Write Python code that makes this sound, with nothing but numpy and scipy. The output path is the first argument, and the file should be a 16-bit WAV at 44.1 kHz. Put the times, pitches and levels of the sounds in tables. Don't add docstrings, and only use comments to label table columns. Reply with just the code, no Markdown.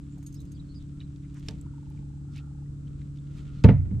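import sys
import numpy as np
from scipy import signal
from scipy.fft import rfft, irfft
from scipy.io import wavfile
from scipy.ndimage import uniform_filter1d

SR = 44100
rng = np.random.default_rng(int(sys.argv[2]) if len(sys.argv) > 2 else 0)


def generate_wav(sig):
    pcm = np.round(np.clip(np.atleast_2d(sig).T, -1, 1) * 32767).astype(np.int16)
    wavfile.write(sys.argv[1], SR, pcm)


N = 176400
GEAR_SIDE_DB, WATER_SIDE_DB = -7.5, -11.5


# pitch in Hz, level in dB, seconds to die away.
HULL_TONES = [(58, -19.5, 1), (86.2, -19, 0.99), (92.8, -14, 0.57), (113.1, 4.5, 0.32), (131.4, -6, 0.27),
              (148.6, -10, 0.41), (194.8, 3.5, 0.14), (235.6, -1.1, 0.092), (266.7, -9.5, 0.15),
              (420, -10.5, 0.1), (445, -0.5, 0.084), (494, -9.5, 0.12), (602, -14.5, 0.13),
              (900.6, -4.5, 0.081)]
# start in seconds, thump in dB, contact time in ms, rattle in dB,
# pitch in Hz that the struck spot favours, dB by which tones far from that pitch are weaker.
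BLOWS = [(1.486, -28, 0.99, -49.5, 430, 9.5), (1.507, -35, 0.43, -56.5, 350, 11.5),
         (3.6423, -1, 1.24, -24.5, 121, 1.3), (3.654, -2, 4.3, -38, 99, -0.5),
         (3.6883, 0.2, 0.6, -27, 272, 12), (3.8549, -27, 2.6, -59.5, 91, 9.5),
         (3.9113, -12, 2.15, -60, 199, 13), (3.9444, -17, 3.6, -62, 93, 8)]

def hull():
    out, t = np.zeros((2, N)), np.arange(32768) / SR
    tone_rise_s, rattle_rise_s, spot_octaves = 0.0045, 0.00199, 0.52
    tones = np.array([undb(db) * fade(t, s) * np.sin(2 * np.pi * hz * t) for hz, db, s in HULL_TONES])
    tones *= 1 - np.exp(-t / tone_rise_s)
    tones = signal.sosfilt(signal.butter(3, 57, "high", fs=SR, output="sos"), tones)
    for at, db, contact_ms, rattle_db, spot_hz, weaker_db in BLOWS:
        near = bell(np.array(HULL_TONES)[:, 0], spot_hz, spot_octaves)
        ring = undb(weaker_db * (near - 1.5)) @ tones
        deep = signal.sosfilt(signal.butter(2, 63.6, fs=SR, output="sos"), ring)
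        push = t * fade(t, 2 * contact_ms / 1000)
        thump = signal.fftconvolve(stereo((ring, deep), side_db=-2), push[None] / push.sum())
        add(out, at, -undb(db) * thump[:, :len(t)])
        add(out, at - rattle_rise_s, undb(rattle_db) * rattle(t, rattle_rise_s))
    return out


# frequency in Hz, level in dB, seconds to die away.
RATTLE_BANDS = [(269, -20, 0.2), (362, -15.5, 0.094), (533, 6, 0.18), (890, 3, 0.15), (1160, -3, 0.12),
                (1350, 9, 0.035), (1600, -4.5, 0.092), (1930, 1, 0.079), (3270, -9, 0.056),
                (4740, -25, 0.11), (8060, -42.5, 0.092), (13500, -67, .06)]

def rattle(t, rise_s):
    spectrum = rfft(colour(noise(side_db=-12.5, size=len(t)), RATTLE_BANDS))
    log_hz, centres = np.log(frequencies(len(t))), np.log(np.array(RATTLE_BANDS)[:, 0])
    tail = undb(-23) * fade(t, 0.35)
    ring = 0
    for (_, _, ring_s), this_band in zip(RATTLE_BANDS, np.eye(len(centres))):
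        share = np.interp(log_hz, centres, this_band)
        ring += irfft(spectrum * share) * rise(t, rise_s) * (fade(t, ring_s) + tail)
    buzz = band(noise(side_db=-12.5, size=len(t)), hz=2080, octaves=0.21)
    return ring + undb(-25.5) * buzz * fade(t, 0.34)


# start in seconds, level in dB, centre pitch in Hz.
PLASTIC_CLICKS = [(.173, -63, 750), (.225, -60, 1390), (0.8233, -62, 4140), (1.159, -60, 3320),
                  (1.2335, -66, 2280), (1.342, -62, 6400), (1.395, -61.5, 6260), (1.4841, -33, 3240),
                  (1.508, -55, 4130), (1.584, -69, 5450), (1.611, -59.5, 7400), (1.9, -67, 7000),
                  (2.36, -54, 4000), (2.377, -56, 5000), (3.371, -71, 5800), (3.421, -69, 5500),
                  (3.6377, -39, 3560), (3.643, -32, 2430)]

def clicks():
    out, t = np.zeros((2, N)), np.arange(8192) / SR
    rise_s = 0.0024
    snap = fade(np.maximum(t - rise_s, 0), 0.012)
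    shape = rise(t, rise_s) * (snap + undb(-18) * fade(t, 0.12))
    for at, db, hz in PLASTIC_CLICKS:
        add(out, at, undb(db) * shape * band(noise(GEAR_SIDE_DB, len(t)), hz, octaves=0.78))
    return out


# pitch in Hz, level in dB, seconds to die away.
TACKLE_TONES = [(4380, -5, 0.034), (5270, -19, .03), (6440, 6.5, 0.066), (7130, 4, .03), (8150, 0, 0.058),
                (9500, 0, 0.046), (12000, -1.5, 0.075), (12400, -9, 0.035)]
# start in seconds, level in dB, a factor on the tones' ring time.
TACKLE_CLINKS = [(.1794, -69.5, 1.3), (0.2263, -65, 1.2), (0.2628, -54, 1.3), (0.2734, -66, 1.1),
                 (.3242, -61, .6), (0.3417, -58, .6), (.349, -63, .5), (.4015, -63, .7), (0.414, -66, .7),
                 (.4499, -70, .7), (0.5172, -58.5, .6)]

def tackle():
    out, t = np.zeros((2, N)), np.arange(8192) / SR
    scatter_db, detune = 1.5, 0.018
    for at, db, stretch in TACKLE_CLINKS:
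        ring = 0
        for hz, tone_db, ring_s in TACKLE_TONES:
            gain = undb(tone_db + scatter_db * rng.standard_normal((2, 1)))
            phase = 2 * np.pi * hz * (1 + detune * rng.normal()) * t + rng.normal(size=(2, 1))
            ring += gain * fade(t, stretch * ring_s) * np.sin(phase)
        tick = band(noise(side_db=-11.5, size=len(t)), hz=5300, octaves=0.9) * fade(t, 0.071)
        add(out, at, undb(db) * rise(t, 0.0028) * (ring + undb(-1) * tick))
    return out


# start in seconds, level in dB, starting pitch in Hz.
DRIP_NOTES = [(1.004, -42, 3730), (1.015, -49, 2850), (1.612, -44, 7460), (1.975, -62, 2270),
              (2.361, -55, 2210), (2.381, -46, 2500), (2.385, -63, 3500), (2.659, -67.5, 1880),
              (2.872, -58.5, 3000), (3.014, -65, 1620), (3.186, -57.5, 3440), (3.908, -60.5, 2100)]

def drips():
    out = np.zeros((2, N))
    cycles, pitch_gain = 84, 0.26
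    for at, db, hz in DRIP_NOTES:
        length = cycles / hz
        t = clock(length)
        ring = np.sin(2 * np.pi * hz * t * (1 + pitch_gain / 2 * t / length))
        add(out, at, undb(db) * rise(t, 0.00046) * fade(t, length) * ring)
    return out


# frequency in Hz, level in dB.
RIPPLE_COLOUR = [(400, -1), (800, -1), (1400, -2), (2200, 3), (3600, 3), (5000, -5), (7500, -4.5),
                 (10000, -26), (14000, -28)]
# time in seconds, level in dB.
RIPPLE_LOUDNESS = [(0, -74.5), (.15, -77.5), (1.2, -78), (1.45, -67.5), (1.55, -65.5), (1.68, -82.5),
                   (1.95, -74), (2.1, -86), (2.7, -93.5), (3.0, -74), (3.12, -84), (3.4, -64), (3.8, -89)]

def water():
    drops_per_s, spread_db = 1800, 3.2
    hits = rng.random(N) < drops_per_s / SR
    sizes = undb(spread_db * np.minimum(rng.exponential(size=N), 4))
    drops = hits * sizes * noise(WATER_SIDE_DB)
    ripples = colour(drops, RIPPLE_COLOUR) * curve(RIPPLE_LOUDNESS) * undb(0.63 * wander(25))
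    return ripples + swells() + splashes(drops)


# peak time in seconds, half-length in seconds, level in dB, centre pitch in Hz.
HAND_SPLASHES = [(0.182, 0.033, -65.5, 586), (0.749, 0.011, -60.5, 3580), (1.002, 0.0068, -80, 4300),
                 (1.015, 0.028, -64.5, 2390), (1.99, 0.015, -74, 2380), (2.379, 0.067, -59, 2580),
                 (2.88, 0.01, -77, 3030), (3.018, 0.0098, -62.5, 2400), (3.171, 0.026, -71.5, 3500)]

def splashes(drops):
    out = np.zeros((2, N))
    for at, half_s, db, hz in HAND_SPLASHES:
        first = int(max(at - half_s, 0) * SR)
        spray = band(drops[:, first:first + 8192], hz, octaves=0.64)
        shape = np.hanning(int(2 * half_s * SR)) ** 2
        add(out, at - half_s, undb(db) * spray[:, :len(shape)] * shape)
    return out


# frequency in Hz, level in dB.
MURMUR_COLOUR = [(900, -26.5), (1200, -4.5), (1400, 4.5), (1550, -15.5), (1900, -27)]
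# peak time in seconds, length in seconds, level in dB.
MURMUR_SWELLS = [(0.624, 0.11, -79), (0.983, 0.13, -75), (1.717, 0.21, -71.5), (2.415, 0.27, -69.5),
                 (2.9, 0.22, -76), (3.528, 0.48, -68.5)]

def swells():
    t = np.arange(N) / SR
    level = sum(undb(db) * np.exp(-4 * ((t - at) / length) ** 2) for at, length, db in MURMUR_SWELLS)
    return colour(noise(WATER_SIDE_DB), MURMUR_COLOUR) * level


# peak time in seconds, half-length in seconds, level in dB, centre pitch in Hz,
# width in octaves.
SLEEVE_SWISHES = [(1.245, 0.033, -69, 1890, 0.41), (1.37, 0.033, -60, 1440, 0.59),
                  (1.378, 0.052, -68, 6200, 0.36), (1.472, 0.027, -65, 3180, 1.1),
                  (2.359, 0.072, -66, 4150, 0.65), (3.378, 0.056, -64, 2180, 1.16),
                  (3.483, 0.042, -68, 2390, 0.65), (3.573, 0.085, -66.5, 2770, 0.79),
                  (3.6, 0.025, -71.5, 4200, .07)]

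def sleeve():
    out = np.zeros((2, N))
    for at, half_s, db, hz, octaves in SLEEVE_SWISHES:
        shape = np.hanning(int(2 * half_s * SR))
        rub = band(noise(GEAR_SIDE_DB, size=16384), hz, octaves)
        add(out, at - half_s, undb(db) * rub[:, :len(shape)] * shape)
    return out


# start in seconds, length in seconds, first and last pitch in Hz, level in dB.
BIRD_CHIRPS = [(.1, 0.053, 6900, 7450, -68.5), (0.343, 0.038, 4490, 5800, -64.5),
               (0.38, 0.043, 3790, 3870, -64.5), (0.542, 0.023, 4550, 4660, -67),
               (0.565, 0.021, 3030, 3400, -67), (0.59, 0.019, 3770, 3880, -59.5),
               (0.674, 0.067, 4200, 4230, -69), (0.742, 0.048, 4880, 4540, -59.5),
               (0.791, 0.047, 3660, 3470, -68), (0.996, 0.072, 3860, 3750, -69)]

def songbirds():
    out, t = np.zeros((2, N)), np.arange(16384) / SR
    for at, length, from_hz, to_hz, db in BIRD_CHIRPS:
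        add(out, at, undb(db) * whistle(length, from_hz, to_hz))
    for at, hz, size in rng.uniform((0.3, 3400, 0.5), (0.8, 5200, 1.5), size=(16, 3)):
        add(out, at, undb(-80) * size * whistle(0.05, hz, 0.8 * hz))
    echo = rng.standard_normal((2, len(t))) * fade(t, 0.091)
    return out + signal.fftconvolve(out, echo / np.linalg.norm(echo[0]), axes=1)[:, :N]


# peak time in seconds, level in dB.
TRILL_PIPS = [(1.665, -57), (1.741, -59), (1.784, -56.5), (1.832, -61), (1.871, -60), (1.91, -58.5),
              (1.95, -64), (1.992, -64), (2.03, -61.5), (2.067, -70), (2.105, -63.5), (2.141, -64),
              (2.177, -63), (2.214, -68), (2.252, -66), (2.289, -64), (2.366, -63), (2.404, -64),
              (2.441, -65), (2.477, -62), (2.515, -62), (2.553, -62), (2.589, -63), (2.626, -59)]

def trilling_bird():
    out = np.zeros((2, N))
    start_hz, end_hz, settle_s, pip_s, fall = 966, 824, 0.21, 0.013, 0.079
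    for at, db in TRILL_PIPS:
        hz = end_hz + (start_hz - end_hz) * np.exp(-(at - TRILL_PIPS[0][0]) / settle_s)
        pip = whistle(pip_s, hz * (1 + fall), hz * (1 - fall), arch=0, rough=0)
        add(out, at - pip_s / 2, undb(db) * pip)
    return out


# frequency in Hz, level in dB.
RUMBLE_COLOUR = [(12, -15), (28, -4.5), (65, -1.5), (120, -3.5), (200, -9), (290, -17), (380, -25),
                 (550, -36.5), (800, -48.5), (2000, -74)]
RUMBLE_SIDE_COLOUR = [(12, -15), (28, -10.5), (55, -16), (90, -13), (140, -18.5), (250, -24), (500, -35.5),
                      (2000, -48.5)]
HISS_COLOUR = [(300, 7), (750, -5.5), (1000, -0.5), (1350, 2.5), (2000, -8.5), (4000, -8), (6000, -8.5),
               (8000, -4), (9300, -13.5), (11000, -19.5), (14000, -32.5)]
# time in seconds, level in dB.
RUMBLE_LOUDNESS = [(0, -44.5), (.6, -44.5), (1.25, -48), (1.55, -43), (1.95, -44), (2.5, -46), (2.85, -42),
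                   (3.15, -43.5), (3.62, -40.5), (3.8, -38.5), (4, -36)]

def wind():
    middle = colour(rng.standard_normal(N), RUMBLE_COLOUR)
    side = colour(rng.standard_normal(N), RUMBLE_SIDE_COLOUR)
    gusts = curve(RUMBLE_LOUDNESS) * undb(1.3 * wander(5.77))
    hiss = undb(-68.5) * colour(noise(side_db=-1), HISS_COLOUR)
    return stereo((middle, side), side_db=-10) * gusts + hiss


# multiple of the shaft's turning rate, early and late level in dB.
MOTOR_TONES = [(4, -50, -49), (8, -43.5, -39.5), (10, -52.5, -59.5), (15, -60, -63), (16, -49.5, -52.5),
               (17, -61.5, -68), (18, -60, -63.5)]

def motor():
    shaft_hz, drift, waver_db, shift_span_s = 17.78, 0.0011, 0.5, (1.48, 2)
    angle = 2 * np.pi * np.cumsum(shaft_hz * (1 + drift * wander(3.05))) / SR
    hum, t = np.zeros(N), np.arange(N) / SR
    for multiple, early_db, late_db in MOTOR_TONES:
        db = np.interp(t, shift_span_s, (early_db, late_db)) + waver_db * wander(4.51)
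        hum += np.sqrt(2) * undb(db) * np.sin(multiple * angle + rng.uniform(0, 2 * np.pi))
    return hum


def whistle(length, from_hz, to_hz, arch=0.03, rough=0.038):
    progress = clock(length) / length
    hump = np.sin(np.pi * progress)
    quiver = np.interp(progress, np.linspace(0, 1, 32), rng.standard_normal(32))
    hz = (from_hz + (to_hz - from_hz) * progress) * (1 + arch * hump + rough * quiver)
    return hump * np.sin(2 * np.pi * np.cumsum(hz) / SR)


def undb(db):
    return 10 ** (np.asarray(db) / 20)


def unit(x):
    return x / np.sqrt(np.mean(x ** 2) + 1e-30)


def clock(length):
    return np.arange(max(int(length * SR), 8)) / SR


def curve(rows):
    return undb(np.interp(np.arange(N) / SR, *np.array(rows).T))


def rise(t, seconds):
    return np.minimum(t / seconds, 1)


def fade(t, seconds):
    return np.exp(-np.log(1000) * t / seconds)


def frequencies(size):
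    return np.maximum(np.fft.rfftfreq(size, 1 / SR), 1)


def bell(hz, centre_hz, octaves):
    return np.exp(-.5 * (np.log2(hz / centre_hz) / octaves) ** 2)


def colour(x, rows):
    hz, db = np.array(rows)[:, :2].T
    log_hz = np.log(frequencies(x.shape[-1]))
    beyond = np.abs(log_hz - np.clip(log_hz, np.log(hz[0]), np.log(hz[-1])))
    gain = undb(np.interp(log_hz, np.log(hz), db) - 20 * beyond)
    return unit(irfft(rfft(x) * gain, x.shape[-1]))


def band(x, hz, octaves):
    return unit(irfft(rfft(x) * bell(frequencies(x.shape[-1]), hz, octaves), x.shape[-1]))


def stereo(pair, side_db):
    return pair[0] + undb(side_db) * pair[1] * np.array([[1], [-1]])


def pan(x, right_db):
    return x * undb(np.array([[-right_db], [right_db]]) / 2)


def noise(side_db, size=N):
    return stereo(rng.standard_normal((2, size)), side_db)


def wander(per_s):
    hold = int(SR / per_s)
    steps = rng.standard_normal(256)[np.arange(N) // hold % 256]
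    return unit(uniform_filter1d(uniform_filter1d(steps, hold), hold))


def add(out, start, x):
    i = int(np.clip(start * SR, 0, N - 1))
    out[:, i:i + x.shape[-1]] += x[..., :N - i]


def scene():
    lake = wind() + motor() + pan(water(), right_db=2.5) + drips()
    boat = hull() + pan(clicks() + tackle(), right_db=3)
    return lake + boat + songbirds() + trilling_bird() + sleeve()


def record(dry):
    return signal.sosfilt(signal.ellip(8, .2, 70, 14200, fs=SR, output="sos"), np.clip(dry, -1, 1))


dry = scene()
out = record(dry)
generate_wav(out)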